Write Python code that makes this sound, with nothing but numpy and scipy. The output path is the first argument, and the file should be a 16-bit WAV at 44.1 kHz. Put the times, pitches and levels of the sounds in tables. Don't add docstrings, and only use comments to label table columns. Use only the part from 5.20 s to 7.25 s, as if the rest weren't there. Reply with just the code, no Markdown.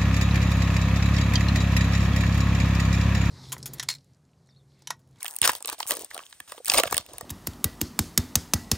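import sys
import numpy as np
from scipy import signal
from scipy.fft import rfft, irfft, next_fast_len
from scipy.io import wavfile
from scipy.ndimage import map_coordinates

SR = 44100
rng = np.random.default_rng(int(sys.argv[2]) if len(sys.argv) > 2 else 0)


def waveform_to_disk(signal):
    frames = np.transpose(np.atleast_2d(signal))
    scaled = np.clip(frames, -1, 1) * 32767
    samples = np.round(scaled).astype(np.int16)
    wavfile.write(sys.argv[1], SR, samples)


def voltage_ratio(level):
    return 10 ** (np.asarray(level, float) / 20)


N = 90404


def unit(x):
    return x / np.sqrt(np.mean(x ** 2) + 1e-20)


def peak(x):
    return x / np.abs(x).max(axis=1, keepdims=True)


def along(points, hz):
    f, v = np.transpose(points)
    return np.interp(np.log(hz + 1), np.log(f + 1), v)


def wobble(rate):
    knots = rng.standard_normal(int(N * rate / SR) + 4)
    return map_coordinates(knots, [np.arange(N) * rate / SR])


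def filtered(x, response):
    m = next_fast_len(N + SR // 2)
    return irfft(rfft(x, m) * response(np.fft.rfftfreq(m, 1 / SR)), m)[..., :N]


def place(s, sounds):
    where = np.round(s * SR).astype(int) + np.arange(sounds.shape[1])
    return np.bincount(where.ravel(), sounds.ravel(), N + SR)


# start in seconds, treble peak in dB, middle peak in dB, pouch peak in dB.
BIG_SNAPS = [(0.0293, -13.5, -36, -57), (0.045, -14.5, -31, -29), (0.0557, -25, -28.5, -64),
             (0.0627, -18, -25, -68), (0.0802, -12, -31, -47), (0.1087, -21, -40, -54),
             (0.164, -12, -38, -73), (0.1869, -13.5, -38, -47), (0.2164, 1, -20.5, -31),
             (0.2296, -19, -17.5, -51), (0.2405, -24, -15.5, -31), (0.2562, -8, -15, -19),
             (0.2758, 3, -13, -14), (0.293, -10, -12.5, -15), (0.3177, -14, -38, -56),
             (0.333, -20, -30, -30), (0.3511, -13, -25.5, -30.5), (0.3654, -34, -61, -55),
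             (0.405, -31, -42, -38.5), (0.4254, -17, -44, -43.5), (0.4466, -53, -28.5, -35),
             (0.4574, -11.5, -32, -35.5), (0.4747, -9.5, -43, -56), (0.4892, -21, -23.5, -24),
             (0.4984, -13, -25.5, -61), (0.526, -33, -48, -32),
             (0.602, -15.5, -22.5, -31), (0.628, -42, -22.5, -33), (0.6663, -19, -34, -45),
              (0.708, -2, -20.5, -18.5), (0.7183, -8, -19.5, -21), (0.7385, -16, -64, -28),
              (0.7516, -19, -57, -51), (0.769, -14.5, -35, -27.5), (0.7936, -19.5, -36, -52),
              (0.8213, -21, -45, -66), (0.846, -18.5, -73, -65), (0.9106, -39, -38, -55),
              (0.9449, -17, -32.5, -36), (0.9537, -38, -47, -30), (0.9659, -30, -37, -42),
              (0.9777, -21.5, -25.5, -25.5), (0.9908, -44, -31.5, -31.5), (1.126, -72, -35, -81),
              (1.2019, -20, -34.5, -31), (1.32, -21.5, -33.5, -27), (1.3782, -49, -40.5, -30),
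             (1.4468, -16, -41, -51), (1.4571, -15.5, -27, -48), (1.4654, -13.5, -35, -60),
             (1.4722, -23, -38, -43), (1.4817, -3.5, -21, -27.5), (1.4984, -25, -7, -54),
             (1.518, -9, -12.5, -49), (1.5371, -6, -16, -31), (1.5438, -5.5, -23, -18),
             (1.5757, -40, -12, -47), (1.5821, 0.5, -14.5, -11), (1.5897, -12, -19, -7.5),
             (1.5981, -7, -12.5, -20), (1.635, -6, -20, -7.5), (1.6548, -29, -29.5, -21),
             (1.674, -26, -27, -25), (1.7103, -16.5, -63, -31), (1.726, -3.5, -20, -12),
             (1.7438, -6.5, -25, -36), (1.768, -6, -19.5, -20.5), (1.7789, -1.5, -13.5, -25),
             (1.863, -28.5, -44, -49), (1.934, -26, -44.5, -37.5), (1.9825, -14.5, -34, -37),
             (2.0095, -20, -36.5, -28.5)]


def creases():
    treble_db, middle_db, pouch_db, rib_middle_db, pouch_mid_hz = -0.5, 8.5, 4, -17, 1110
    folds = np.array(BIG_SNAPS) + [0, treble_db, middle_db, pouch_db]
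    rib_cracks = ribs()[:, [0, 1, 1, 2]] + [0, 0, rib_middle_db, -12]
    rows = np.concatenate([folds, rib_cracks])
    start, length, *_, centre_hz = np.transpose(PULLS)
    held_hz = np.interp(rows[:, :1], start + length / 2, centre_hz)
    return snaps(rows, np.sqrt(pouch_mid_hz * held_hz))


POUCH_MODES = [306, 540, 680, 937, 1132, 1620]


def pouch_ring(draw, centre_hz, t):
    scatter, slope_db_per_octave = 0.071, 8
    ring = 0
    for k, f in enumerate(POUCH_MODES):
        mode_hz = f * np.exp(scatter * draw[:, [-k - 2]])
        mode_db = 5.8 * draw[:, [-k - 9]] - slope_db_per_octave * np.abs(np.log2(f / centre_hz))
        ring = ring + np.sin(2 * np.pi * mode_hz * t) * voltage_ratio(mode_db)
    return ring


def snaps(rows, centre_hz, size=1536):
    treble_t60, middle_t60, pouch_t60 = .0032, 0.007, 0.013
    rise_s, life_scatter, middle_scatter = 0.00063, 0.41, .14
    spread_s = 0.001541
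    s, treble_db, middle_db, pouch_db = np.transpose(rows)[:, :, None]
    t, hz = np.arange(size) / SR, np.fft.rfftfreq(size, 1 / SR)
    draw = rng.standard_normal((len(rows), 2 * size + 16))
    life = np.exp(life_scatter * draw[:, -1:])
    middle_hz = 3500 * np.exp(middle_scatter * draw[:, [-16]])

    def burst(x, t60, lo_hz, hi_hz):
        x = x * voltage_ratio(-60 * t / (t60 * life)) * (1 - np.exp(-t / rise_s))
        x = np.roll(x, 40, axis=1)
        band = 1 / (1 + (lo_hz / (hz + 1)) ** 6) / (1 + (hz / hi_hz) ** 6)
        return peak(irfft(rfft(x) * band, size))

    treble = burst(draw[:, :size], treble_t60, 5700, 16330)
    middle = burst(draw[:, size:2 * size], middle_t60, 0.59 * middle_hz, 1.58 * middle_hz)
    pouch = burst(pouch_ring(draw, centre_hz, t), pouch_t60, 259, 5200)
    mix = voltage_ratio(treble_db) * treble + voltage_ratio(middle_db) * middle + voltage_ratio(pouch_db) * pouch
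    late = np.exp(-4j * np.pi * spread_s * np.sqrt(1000 * hz))
    return place(s, irfft(rfft(mix) * late, size))[60:N + 60]


# start in seconds, peak in dB, note in Hz.
POPS = [(0.02, -34.5, 1110), (0.045, -27.5, 750), (0.054, -22.5, 1800), (0.08, -40, 900),
        (0.239, -14, 1850), (0.272, -13, 1140), (0.292, -3.5, 985), (0.327, -28, 780), (0.405, -42, 877),
        (0.415, -38, 840), (0.447, -35.5, 470), (0.48, -35, 1014), (0.488, -41, 1030), (0.497, -36, 1200),
        (0.514, -26, 1160), (0.525, -24.5, 1160), (0.583, -38, 690), (0.597, -30.5, 890),
        (0.603, -16.5, 917), (0.654, -34, 870), (0.707, -17, 1126), (0.718, -20.5, 1214), (0.729, -34, 810),
        (0.739, -33, 517), (0.75, -33, 520), (0.767, -44, 495), (0.911, -25, 1840), (0.953, -50, 1170),
        (0.963, -24.5, 732), (0.991, -25.5, 1130), (1.001, -32, 1220), (1.126, -32, 1680),
        (1.2, -29.5, 1720), (1.275, -39, 944), (1.32, -23.5, 1136), (1.344, -36.5, 654), (1.377, -38, 1140),
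        (1.475, -24, 1730), (1.518, -18.5, 760), (1.542, -11.5, 946), (1.583, -6.5, 1150),
        (1.597, -10, 540), (1.635, -13, 658), (1.652, -23, 686), (1.675, -22, 1180), (1.698, -31, 1620),
        (1.723, -16, 940), (1.745, -17, 1810), (1.778, -20.5, 586), (1.914, -40.5, 353), (1.936, -40, 740),
        (2.008, -30.5, 1160), (2.028, -40, 614), (2.04, -35, 600), (1.4, -33.5, 500), (.1655, -43, 810)]
# start in seconds, peak in dB, note in Hz.
TICKS = [
    (0.0064, -32, 3800),
    (0.4809, -19, 4000),
    (0.5146, -33, 3160),
    (0.532, -28, 3960),
    (0.5821, -32, 4360),
    (0.731, -37, 3060),
    (1.036, -35, 3100),
    (1.065, -33.5, 3340),
    (1.6084, -28, 2880),
]


def facets():
    pop_db, tick_db, pop_lag_s = 1.5, 4.5, .0015
    low = pops(np.add(POPS, [pop_lag_s, 0, 0]), cycles=11.4)
    low = low + pops(ribs()[:, [0, 2, 3]], cycles=5)
    return voltage_ratio(pop_db) * low + voltage_ratio(tick_db) * pops(TICKS, cycles=9.5)


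def pops(rows, cycles, size=1536):
    rise_cycles, overtone, overtone_db, life_scatter = 0.92, 1.763, -5.5, .15
    s, db, hz = np.transpose(rows)[:, :, None]
    draw = rng.standard_normal((len(rows), 3))
    ratio = np.where((hz > 1400) & (hz < 2000), 1 / overtone, overtone) * np.exp(0.17 * draw[:, 1:2])
    turns = hz * np.arange(size) / SR
    partner = voltage_ratio(overtone_db + 5.2 * draw[:, :1]) * np.sin(2 * np.pi * turns * ratio)
    note = np.sin(2 * np.pi * turns) + partner
    life = cycles * np.exp(life_scatter * draw[:, 2:])
    note = note * voltage_ratio(-60 * turns / life) * (1 - np.exp(-turns / rise_cycles)) ** 2
    return place(s, voltage_ratio(db) * peak(note))[:N]


# start in seconds, first gap in seconds, gap growth
# as a ratio, treble in dB, pop in dB.
SEAM = [
    (.0674, .0062, 1.0, -27, -39),
    (.1163, .0066, 1.09, -26, -38),
    (.6732, .0047, 1.0, -14, -40),
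    (.7875, .023, 1.0, -50, -32),
]


def ribs():
    counts, pop_hz = (8, 6, 6, 3), (900, 900, 750, 440)
    rows = []
    for (s, gap, grow, db, pop_db), count, hz in zip(SEAM, counts, pop_hz):
        for k in range(count):
            wait = gap * sum(grow ** j for j in range(k))
            rows.append((s + wait, db, pop_db, hz))
    return np.array(rows)


# start in seconds, length in seconds, strength in dB, dullness in dB, pouch centre in Hz.
PULLS = [(0, 0.09, -55, -1, 1230), (0.221, 0.074, -24.5, 1, 1620), (0.301, 0.061, -43, -3, 920),
         (0.471, 0.057, -38.5, 0.5, 980), (0.583, 0.049, -45, -4.5, 1030), (0.692, 0.026, -36.5, -0.5, 970),
         (0.72, 0.12, -41, -1.5, 435), (0.902, 0.12, -45.5, 1, 1070), (1.05, 0.097, -55.5, -3.5, 1390),
         (1.275, 0.098, -48.5, -1, 1160), (1.476, 0.051, -29, 0.5, 1400), (1.538, 0.062, -24, 1, 700),
         (1.631, 0.17, -39, 0.5, 780), (1.84, 0.22, -52.5, 6.5, 445)]
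# frequency in Hz, level in dB.
FILM = [(300, -40), (500, -25), (1300, -5), (3500, 22), (7000, 29.5), (16000, -69)]


def swarm(count=140):
    swarm_db, middle_db, pouch_db, scatter_db, hiss_db, rumble_db = -1.5, -2, -6, 3.5, -5.5, -19.5
    attack_s, release_db_per_s = 0.0018, 591
    t = np.arange(N) / SR
    clump_db = 4 * wobble(59.816)
    rows, centres, pull = [], [], np.zeros(N)
    for s, length, db, dull_db, centre_hz in PULLS:
        def shape(x):
            fade_db = release_db_per_s * np.clip(x - s - length, 0, 1)
            return voltage_ratio(db - fade_db) * np.clip((x - s) / attack_s, 1e-4, 1)

        u = rng.random((count, 5))
        at = np.clip(s + u[:, 0] * (length + 0.032), 0, (N - 1) / SR)
        size_db = 20 * np.log10(shape(at)) + clump_db[(at * SR).astype(int)] + swarm_db
        size_db = size_db - scatter_db * np.log(.02 + u[:, 1])
        colour = 10 * (u[:, 2:] - .5) + [-dull_db, middle_db, pouch_db + dull_db]
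        rows.append(np.column_stack([at, size_db[:, None] + colour]))
        centres += [[centre_hz]] * count
        pull += shape(t) * (t > s)
    hiss = unit(filtered(rng.standard_normal(N), lambda hz: voltage_ratio(along(FILM, hz))))
    rumble = unit(filtered(rng.standard_normal(N), lambda hz: (hz > 35) / (1 + (hz / 150) ** 2)))
    swell_db = np.interp(t, [1.5, 1.9], [0, 14])
    rub = voltage_ratio(hiss_db) * hiss + voltage_ratio(rumble_db + swell_db) * rumble
    return snaps(np.concatenate(rows), np.array(centres), size=1024) + pull * voltage_ratio(clump_db) * rub


# start in seconds, peak in dB.
THUMPS = [
    (0.221, -26.5),
    (0.656, -48),
    (1.15, -55.5),
    (1.21, -48.5),
    (1.558, -43),
    (1.662, -33.5),
    (1.741, -28),
    (1.797, -33.5),
    (2.029, -33.5),
]


def thumps():
    out, t = np.zeros(N + SR), np.arange(SR // 4) / SR
    cycles = 62.8 * (t + 0.91 * 0.011 * (1 - np.exp(-t / 0.0022)))
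    push = np.sin(2 * np.pi * cycles) * (1 - np.exp(-t / 0.00047)) * voltage_ratio(3 - 60 * t / 0.062)
    for s, db in THUMPS:
        out[round(s * SR):][:len(t)] += voltage_ratio(db) * push
    return out[:N]


def echo(x, decay):
    hz, t, z = signal.stft(rng.standard_normal((2, SR // 3)), SR, nperseg=128)
    fade = voltage_ratio(-60 * t / along(decay, hz)[:, None])
    tail = signal.istft(z * fade, SR, nperseg=128)[1]
    return signal.fftconvolve(x[None], tail / np.linalg.norm(tail[0]), axes=1)[:, :N]


# frequency in Hz, share as a ratio.
APART = [(150, .12), (1200, .3), (4000, .8), (9000, .3)]


def hand_scatter(foil):
    scattered = echo(foil, [(1000, .008)])
    return filtered(scattered, lambda hz: along(APART, hz)) * [wobble(80), wobble(80)]


# frequency in Hz, t60 in seconds.
WALLS = [(300, 0.043), (3000, 0.18), (12000, 0.013)]


def room(foil):
    return voltage_ratio(-16) * filtered(echo(foil, WALLS), lambda hz: hz ** 2 / (hz ** 2 + 500 ** 2))


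# frequency in Hz, density in dB per Hz.
AIR = [(18, -31), (30, -1), (1800, -3), (5300, -1.5), (8530, -2), (15200, -11), (16500, -62)]


def room_air():
    air = unit(filtered(rng.standard_normal((2, N)), lambda hz: voltage_ratio(along(AIR, hz)) * (hz > 45)))
    return voltage_ratio(-56.5) * (air + .5 * air[::-1])


def scene():
    foil = creases() + facets() + swarm()
    return foil + hand_scatter(foil) + thumps() + room(foil) + room_air()


def low_pass(x):
    return signal.sosfilt(signal.butter(12, 17140, fs=SR, output="sos"), x)


# frequency in Hz, level in dB.
MIC = [(7000, -6.5), (8800, 1.5), (10200, -0.5), (11300, -19.5), (12600, -7), (14200, -1.5), (15700, -1.5),
       (16600, -43)]
# frequency in Hz, lead of the left in radians.
PORT_LEAD = [(900, 0.16), (4300, 1.47), (7000, 1.27), (7900, 1.2), (10300, -2.5), (12500, -1.06)]
# frequency in Hz, left over right in dB.
PORT_BALANCE = [(60, -.5), (300, -3.5), (1300, -3), (5000, 1.4), (9000, 0)]


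def record(dry):
    side = np.array([[.5], [-.5]])

    def ports(hz):
        level_db = along(MIC, hz) + side * along(PORT_BALANCE, hz)
        return voltage_ratio(level_db) * np.exp(1j * side * along(PORT_LEAD, hz))

    return low_pass(filtered(dry, ports))


dry = scene()
out = record(dry)
waveform_to_disk(out)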